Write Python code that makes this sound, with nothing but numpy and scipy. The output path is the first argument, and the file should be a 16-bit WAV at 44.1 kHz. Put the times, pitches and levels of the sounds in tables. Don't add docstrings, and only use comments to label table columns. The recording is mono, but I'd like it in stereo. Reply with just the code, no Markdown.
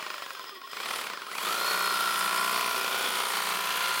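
import sys
import numpy as np
from scipy import signal
from scipy.fft import rfft, irfft, next_fast_len
from scipy.io import wavfile
from scipy.ndimage import uniform_filter1d, map_coordinates

SR = 44100
rng = np.random.default_rng(int(sys.argv[2]) if len(sys.argv) > 2 else 0)


def master_out(mix):
    frames = np.transpose(np.atleast_2d(mix))
    ceiling = np.clip(frames, -1, 1)
    pcm = np.round(ceiling * 32767).astype(np.int16)
    wavfile.write(sys.argv[1], SR, pcm)


N = 176400

# time_s, stroke_hz
SPEED = [(0.0, 27.16), (0.2, 24.74), (0.4, 21.56), (0.57, 15.64), (0.69, 16.49), (0.78, 31.12),
         (0.9, 40.79), (1.02, 37.21), (1.16, 24.63), (1.29, 18.01), (1.41, 45.15), (1.53, 56.89),
         (1.69, 61.56), (1.8, 61.05), (2.02, 59.43), (2.32, 59.39), (2.53, 60.65), (2.77, 59.01),
         (3.09, 62.69), (3.33, 59.2), (3.75, 59.68), (4.0, 59.4)]
# time_s, first_db, third_db
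HUM_LEVELS = [(1.2, -98, -98), (1.5, -80, -63), (1.75, -76, -51.5), (2.45, -73, -58.5), (2.7, -66.5, -64),
              (2.88, -70, -53), (3.2, -84, -64), (4, -69.5, -66)]
# stroke_multiple, level_db
DRONE_PARTIALS = [(7, -61.5), (9, -51.5), (11.5, -54.5), (13.5, -51.5), (19, -48.5)]
# centre_s, length_s, pitch_hz, level_db
SQUEAKS = [(0.416, 0.02, 1040, -42), (0.65, 0.029, 1075, -40)]
# time_s, level_db
SIZZLE_LEVEL = [(0, -62), (.7, -79), (.95, -45.5), (1.15, -68), (1.4, -53), (1.9, -48.5), (2.2, -43.5),
                (2.85, -49.5), (3.25, -42), (3.65, -49), (4, -45)]
# centre_hz, width_hz, gain_db
RING_MODES = [(388.3, 28.5, 2), (1068, 150, -2), (1900, 97, 0.5), (3240, 650, -3.5), (5060, 460, -3.5)]
# time_s, level_db
RING_LEVEL = [(0, -50.5), (.5, -46), (.6, -53.5), (.65, -48.5), (.95, -45), (1.25, -51), (2, -38),
              (2.4, -41), (4, -47)]
SINGING_ORDERS = [16, 17, 22.5]
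# time_s, low_db, middle_db, high_db
SINGING_LEVELS = [(1.35, -77, -70, -80), (1.7, -48, -52, -39.5), (1.95, -48, -48, -41.5),
                  (2.5, -50, -41.5, -46), (2.85, -50, -50.5, -56), (3.2, -41, -44, -57),
                  (3.7, -57, -38, -41), (4, -62, -39.5, -55)]
# time_s, level_db
HISS_LEVEL = [(0, -51), (.34, -50), (.65, -57), (.72, -50), (.97, -41.5), (1.17, -53), (1.25, -52),
              (1.44, -39), (2.53, -38), (2.9, -38.5), (4, -40)]
# freq_hz, gain_db
HISS_COLOUR = [(100, -22), (2500, 5), (5000, -16), (6500, 0.5), (8000, 3), (8700, -1.5), (9600, 2.5),
               (10600, 0.5), (12000, 0), (13600, 2.5), (15000, -4), (16000, -2.5)]
# time_s, level_db
RATTLE_LEVEL = [(0, -41.5), (.2, -45), (.42, -46), (.58, -52), (.68, -54), (.76, -41.5), (.86, -38),
                (.97, -36.5), (1.1, -42), (1.28, -47.5), (1.36, -41.5), (1.45, -32.5), (1.7, -34),
                (2.2, -34), (2.7, -32.5), (4, -32.5)]
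# freq_hz, gain_db
RATTLE_COLOUR = [(30, -30.5), (120, -29), (190, -3), (270, -10.5), (400, -3.5), (600, -1.5), (830, -1),
                 (1050, 5.5), (1400, 4.5), (1700, -1), (2050, -0.5), (2450, 1), (2750, -0.5), (3200, 0.5),
                 (3800, -2.5), (4500, -1.5), (5150, -10), (5900, -9), (8000, -28), (15000, -18.5)]
# tooth_multiple, gain_db, waver_rad
MESH_PARTIALS = [(1, 2, 0.28), (2, -15, .3), (3, 2, 0.41)]
# time_s, level_db
WHINE_LEVEL = [(0, -49.5), (.5, -51), (.65, -68.5), (.8, -52.5), (1.35, -49.5), (1.52, -37.5),
               (1.72, -34.5), (2.4, -35.5), (2.8, -38), (3.3, -43.5), (3.65, -41.5), (4, -36)]
# time_s, extra_db
WHINE_TOP = [(0, -3.5), (.6, -3), (.78, 6.5), (1.1, -1.5), (1.45, 8.5), (1.7, 0), (1.9, 0), (2.15, -10),
             (4, -11)]
# freq_hz, gain_db
WHINE_COLOUR = [(200, -17), (390, -0.5), (470, -17), (600, -8), (800, -4.5), (1080, 5), (1230, 5),
                (1420, -3), (1800, -2), (2400, -0.5), (2800, -14), (3550, -8.5), (4000, -22), (4185, -8),
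                (4260, -6), (4340, -5.5), (4430, -19)]
# freq_hz, gain_db
HOUSING_COLOUR = [(40, -62.5), (130, -20), (190, -11.5), (260, -12), (400, -7), (600, -6), (860, -12),
                  (1020, 5), (1200, 0), (1380, 5.5), (1700, -7.5), (2400, -4.5), (3200, -14.5),
                  (5000, -10.5), (7000, -23), (15000, -37)]
# centre_hz, width_hz, gain_db
HOUSING_MODES = [(1080, 85, -5), (1400, 370, -9), (2426, 145, 1)]
# start_s, level_db
CLACKS = [(0.025, -23), (0.064, -21), (0.102, -21), (0.141, -22), (0.18, -26), (0.221, -22), (0.262, -25),
          (0.305, -23), (0.349, -28), (0.394, -25), (0.441, -29), (0.493, -29), (0.615, -30), (0.674, -30),
          (0.731, -24), (0.768, -24), (0.801, -23), (0.83, -24), (0.857, -20), (0.884, -24), (0.907, -20),
          (0.935, -23), (0.958, -19), (0.985, -23), (1.011, -23), (1.039, -26), (1.067, -22), (1.099, -22),
          (1.134, -21), (1.173, -23), (1.218, -23), (1.266, -26), (1.314, -23), (1.351, -22), (1.381, -20)]
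# time_s, level_db
KNOCK_LEVEL = [(1.4, -37.5), (1.55, -36.5), (2.3, -33), (2.6, -36), (3.1, -44), (3.4, -42), (3.8, -41),
               (4, -49)]
# freq_hz, correlation
COHERENCE = [(100, 1), (500, 0.67), (1200, 0.46), (2200, 0.079), (4000, -0.089), (15000, 0.073)]
# freq_hz, left_minus_right_db
BALANCE = [(60, 1), (150, -1), (600, 3), (1200, -1), (2200, -0.3), (4500, -5), (14000, -4.5)]
# time_s, left_minus_right_db
SWING = [(0, 1.4), (1.5, 2.5), (2.2, 2), (2.8, 4), (3.3, 3), (4, 1.5)]

FULL_HZ, TEETH_PER_STROKE, REBOUND_S = 60, 23.5, 0.0029
TIME_S = np.arange(N) / SR
SIDES = np.array([[1], [-1]])


def amp(db):
    return 10 ** (np.asarray(db) / 20)


def unit(x):
    return x / np.sqrt(np.mean(x ** 2) + 1e-20)


def along(points, hz):
    freq_hz, values = np.transpose(points)
    return np.interp(np.log(hz + 1), np.log(freq_hz + 1), values)


def curve(rows):
    return np.interp(TIME_S, *np.transpose(rows))


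def noise():
    return rng.standard_normal((2, N))


def wobble(rate_hz):
    grid = np.arange(0, N + 32, 32)
    values = map_coordinates(rng.standard_normal(2000), [grid * rate_hz / SR], mode="wrap")
    return np.interp(np.arange(N), grid, values)


def filtered(x, response):
    size = 2 * next_fast_len(N // 2 + 8192)
    return irfft(rfft(x, size) * response(np.fft.rfftfreq(size, 1 / SR)), size)[..., :N]


def causal(points, hz):
    cepstrum = irfft(np.log(amp(along(points, hz))))
    half = len(cepstrum) // 2
    cepstrum[1:half] *= 2
    cepstrum[half + 1:] = 0
    return np.exp(rfft(cepstrum))


def resonance(hz, centre_hz, width_hz):
    return 1j * hz * width_hz / (centre_hz ** 2 - hz ** 2 + 1j * hz * width_hz)


def pulses(at_s, size):
    at = np.clip(at_s * SR, 0, N - 2)
    i = at.astype(int)
    return np.bincount(i, size * (1 - at + i), N) + np.bincount(i + 1, size * (at - i), N)


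def crossings_s(cycles):
    return np.interp(np.arange(1, int(cycles[-1]) + 1), cycles, TIME_S)


def spread(pair):
    angle_rad = lambda hz: np.arccos(np.clip(along(COHERENCE, hz), -1, 1)) / 2
    mid, side = filtered(pair, lambda hz: np.array([np.ones(len(hz)), np.tan(angle_rad(hz))]))
    return np.array([mid + side, mid - side]) / np.std(mid)


def air(level_db=-68):
    colour = lambda hz: amp(along([(30, -8), (500, -5), (10000, -12)], hz))
    return amp(level_db) * spread(filtered(noise(), colour))


def hum(stroke):
    rows = np.array(HUM_LEVELS)
    first = amp(curve(rows[:, [0, 1]])) * np.sin(2 * np.pi * stroke)
    third = amp(curve(rows[:, [0, 2]])) * np.sin(6 * np.pi * stroke)
    return np.sqrt(2) * (first + third * amp(wobble(6.6)))


def drive_whistle(speed_hz, stroke, carrier_hz=16080, sideband_order=21, level_db=-55.5):
    phase = 2 * np.pi * (carrier_hz * TIME_S - sideband_order * stroke)
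    switching = 1 - np.minimum(speed_hz / FULL_HZ, 1) ** 8
    pair = [amp(level_db + 2 * wobble(29.7)) * np.sin(phase + 0.97 * wobble(150)) for _ in range(2)]
    return switching * np.array(pair)


def drone(speed_hz, stroke, side_rad=0.99):
    tones = np.zeros((2, N))
    for order, db in DRONE_PARTIALS:
        gain = amp(db + 1.3 * wobble(3.97))
        phase = 2 * np.pi * order * stroke + 0.25 * wobble(6)
        tones += gain * np.sin(phase + side_rad * wobble(2.196) * SIDES)
    return np.sqrt(2) * tones * np.minimum(speed_hz / FULL_HZ, 1) ** 8


def squeaks():
    out = np.zeros(N)
    for centre_s, length_s, pitch_hz, db in SQUEAKS:
        envelope = amp(db) * np.exp(-(2 * (TIME_S - centre_s) / length_s) ** 2)
        out += envelope * np.sin(2 * np.pi * pitch_hz * TIME_S + 0.48 * wobble(150.5))
    return np.sqrt(2) * out


def sizzle(stroke, centre_hz=9430, width_hz=1170, depth=0.39):
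    scrape = (1 + depth * np.cos(2 * np.pi * stroke)) * amp(1.6 * wobble(120))
    band = filtered(noise(), lambda hz: resonance(hz, centre_hz, width_hz) ** 2)
    return spread(band) * scrape * amp(curve(SIZZLE_LEVEL))


def free_ring(flicker_db=2.5):
    modes = lambda hz: sum(amp(db) * resonance(hz, centre, width) ** 2 for centre, width, db in RING_MODES)
    return spread(filtered(noise(), modes)) * amp(curve(RING_LEVEL) + flicker_db * wobble(50))


def singing(stroke, knocking, side_rad=0.54):
    rows, out = np.array(SINGING_LEVELS), np.zeros((2, N))
    for column, order in enumerate(SINGING_ORDERS, 1):
        phasor = np.exp(2j * np.pi * order * stroke)
        knock_rad = np.angle(np.sum(knocking * phasor.conj()))
        tone = np.real(phasor * np.exp(1j * (knock_rad + side_rad * SIDES)))
        out += amp(curve(rows[:, [0, column]])) * tone
    return np.sqrt(2) * out


def roughness(stroke, points_per_turn=1470, wear_turns=13):
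    turns = stroke / 2
    surfaces = rng.standard_normal((2, 32, points_per_turn))
    position = [turns / wear_turns, turns % 1 * points_per_turn]
    return unit(np.array([map_coordinates(surface, position, mode="mirror") for surface in surfaces]))


def shifting_resonances(x, depth_db):
    spectrum = signal.stft(x, nperseg=512)[2]
    field = rng.standard_normal(spectrum.shape[1:])
    for _ in range(2):
        field = uniform_filter1d(uniform_filter1d(field, size=3, axis=0), size=45, axis=1)
    return signal.istft(spectrum * amp(depth_db * unit(field)), nperseg=512)[1][:, :N]


def blade_hiss(speed_hz, stroke, burst_s=0.0037, snips_per_s=260, snip_s=0.00023, snip_db=-4.5):
    burst = 0.75 * np.exp(-(stroke % 1) / speed_hz / burst_s)
    slide = 1 + 0.036 * np.cos(2 * np.pi * (stroke - 0.36)) + burst
    friction = noise() + amp(-1) * roughness(stroke)
    rub = unit(friction * slide * amp(0.89 * wobble(200) + 0.8 * wobble(35)))
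    snapped = rng.random(N) < snips_per_s / SR * speed_hz / FULL_HZ
    snaps = snapped * amp(2.3 * np.minimum(rng.exponential(size=N), 2))
    snips = unit(signal.lfilter([1], [1, -np.exp(-1 / (snip_s * SR))], snaps) * noise())
    pair = filtered(rub + amp(snip_db) * snips, lambda hz: causal(HISS_COLOUR, hz))
    return spread(pair) * amp(curve(HISS_LEVEL))


def gear_rattle(speed_hz, stroke, burst_s=0.0047, jitter_s=0.00012, tooth_db=-6, noise_db=-9):
    at_s = crossings_s(stroke * TEETH_PER_STROKE)
    scatter = rng.standard_normal((6000, 4))[:len(at_s)].T
    sizes = amp(3 * np.tanh(scatter[2:])) * np.sign(scatter[[3, 2]])
    teeth = np.array([pulses(at_s + jitter_s * scatter[i], sizes[i]) for i in range(2)])
    source = roughness(stroke) + amp(tooth_db) * unit(teeth / np.sqrt(speed_hz)) + amp(noise_db) * noise()
    pace = speed_hz / FULL_HZ
    age_s = (stroke - 0.06 * pace) % 1 / speed_hz
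    flare = uniform_filter1d(1 + 1.5 * pace ** 2 * np.exp(-age_s / burst_s), size=60)
    pair = filtered(source * flare * amp(1.4 * wobble(110)), lambda hz: causal(RATTLE_COLOUR, hz))
    return spread(pair) * amp(curve(RATTLE_LEVEL) + 0.5)


def gear_whine(speed_hz, stroke, load_depth=0.96, lag_strokes=0.56, chatter_hz_per_s=60, side_rad=0.66):
    load = 1 + load_depth * np.cos(2 * np.pi * (stroke - lag_strokes))
    accel_hz_per_s = uniform_filter1d(np.gradient(speed_hz), size=4000) * SR
    backlash_rad = 0.7 * np.tanh(np.abs(accel_hz_per_s) / chatter_hz_per_s)
    out = np.zeros((2, N))
    for harmonic, db, waver_rad in MESH_PARTIALS:
        order = harmonic * TEETH_PER_STROKE
        phase = 2 * np.pi * order * stroke + waver_rad * wobble(90) + backlash_rad * wobble(260)
        top_db = curve(WHINE_TOP) * (harmonic == len(MESH_PARTIALS))
        gain = amp(db + top_db + along(WHINE_COLOUR, order * speed_hz) + 1.55 * wobble(24.92))
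        out += gain * np.sin(phase + side_rad * SIDES)
    return np.sqrt(2) * out * load * amp(curve(WHINE_LEVEL))


def housing(hz, bend_hz=1159, bend_width_hz=865):
    ring = 1 + sum(amp(db) * resonance(hz, centre, width) for centre, width, db in HOUSING_MODES)
    bend = bend_hz ** 2 - hz ** 2 + 1j * hz * bend_width_hz
    return causal(HOUSING_COLOUR, hz) * ring * (bend.conj() / bend) ** 2


def clacks(speed_hz, lag_s=0.00064, blow_db=-4.5, rebound_db=-9.5, crunch_db=-6, crunch_s=0.0059):
    starts_s, db = np.transpose(CLACKS)
    at_s = starts_s + lag_s
    scatter = rng.standard_normal((len(at_s), 3)).T
    rebound = pulses(at_s + REBOUND_S + 0.00043 * scatter[0], amp(db + rebound_db + 2.5 * scatter[1]))
    off_axis = pulses(at_s + 0.00059 + 0.00032 * scatter[2], amp(db - 7))
    blows = np.array([pulses(at_s, amp(db)) + rebound, off_axis])
    peak = np.abs(irfft(housing(np.fft.rfftfreq(4096, 1 / SR)))).max()
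    mid, side = amp(blow_db) / peak * filtered(blows, housing)
    swell = np.zeros(N)
    for start_s, level_db in CLACKS:
        pace = speed_hz[int(start_s * SR)] / FULL_HZ
        age = np.clip((TIME_S - start_s) / (crunch_s * pace), 0, 20)
        swell += amp(level_db) * pace ** 1.28 * (age * np.exp(1 - age)) ** 2
    crunch = spread(filtered(noise(), lambda hz: amp(along(RATTLE_COLOUR, hz))))
    return np.array([mid + side, mid - side]) + amp(crunch_db) * swell * crunch


def knocks(speed_hz, stroke, start_s=1.395, lag_s=0.001113, contact_s=0.0006, return_db=-3, rebound_db=-4):
    at_s = crossings_s(stroke)
    at_s = at_s[at_s > start_s]
    scatter = rng.standard_normal((400, 8))[:len(at_s)].T
    is_return = np.arange(len(at_s)) % 2 == 0
    size = amp(return_db * is_return + 0.93 * scatter[0])
    at_s = at_s + lag_s * speed_hz[(at_s * SR).astype(int)] / FULL_HZ + 0.00004 * scatter[1]
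    blow = pulses(at_s, size) - pulses(at_s - contact_s, size * amp(-21 + 2 * scatter[7]))
    rebound = pulses(at_s + REBOUND_S + 0.00019 * scatter[2], size * amp(rebound_db + 2 * scatter[3]))
    off_axis = pulses(at_s + 0.00126 + 0.00017 * scatter[4], size * amp(-5 + 3.6 * scatter[5]))
    off_axis -= pulses(at_s + 0.0014 + 0.00054 * scatter[6], size * amp(-3))
    pair = filtered(np.array([blow + rebound, off_axis]), housing)
    return spread(pair) * amp(curve(KNOCK_LEVEL)) * np.sqrt(1 - start_s * SR / N)


def scene():
    speed_hz = curve(SPEED)
    stroke = 0.29 + np.cumsum(speed_hz) / SR
    knocking = knocks(speed_hz, stroke)
    tones = gear_whine(speed_hz, stroke) + drone(speed_hz, stroke) + singing(stroke, knocking)
    tones += hum(stroke) + drive_whistle(speed_hz, stroke)
    rubbing = gear_rattle(speed_hz, stroke) + blade_hiss(speed_hz, stroke)
    rubbing = shifting_resonances(rubbing, depth_db=1.23)
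    tool = tones + rubbing + clacks(speed_hz) + knocking + free_ring() + squeaks() + sizzle(stroke)
    placed = filtered(tool, lambda hz: amp(SIDES / 2 * along(BALANCE, hz)))
    return placed * amp(SIDES / 2 * curve(SWING)) + air()


def record(dry):
    return filtered(dry, lambda hz: hz < 15950)


dry = scene()
out = record(dry)
master_out(out)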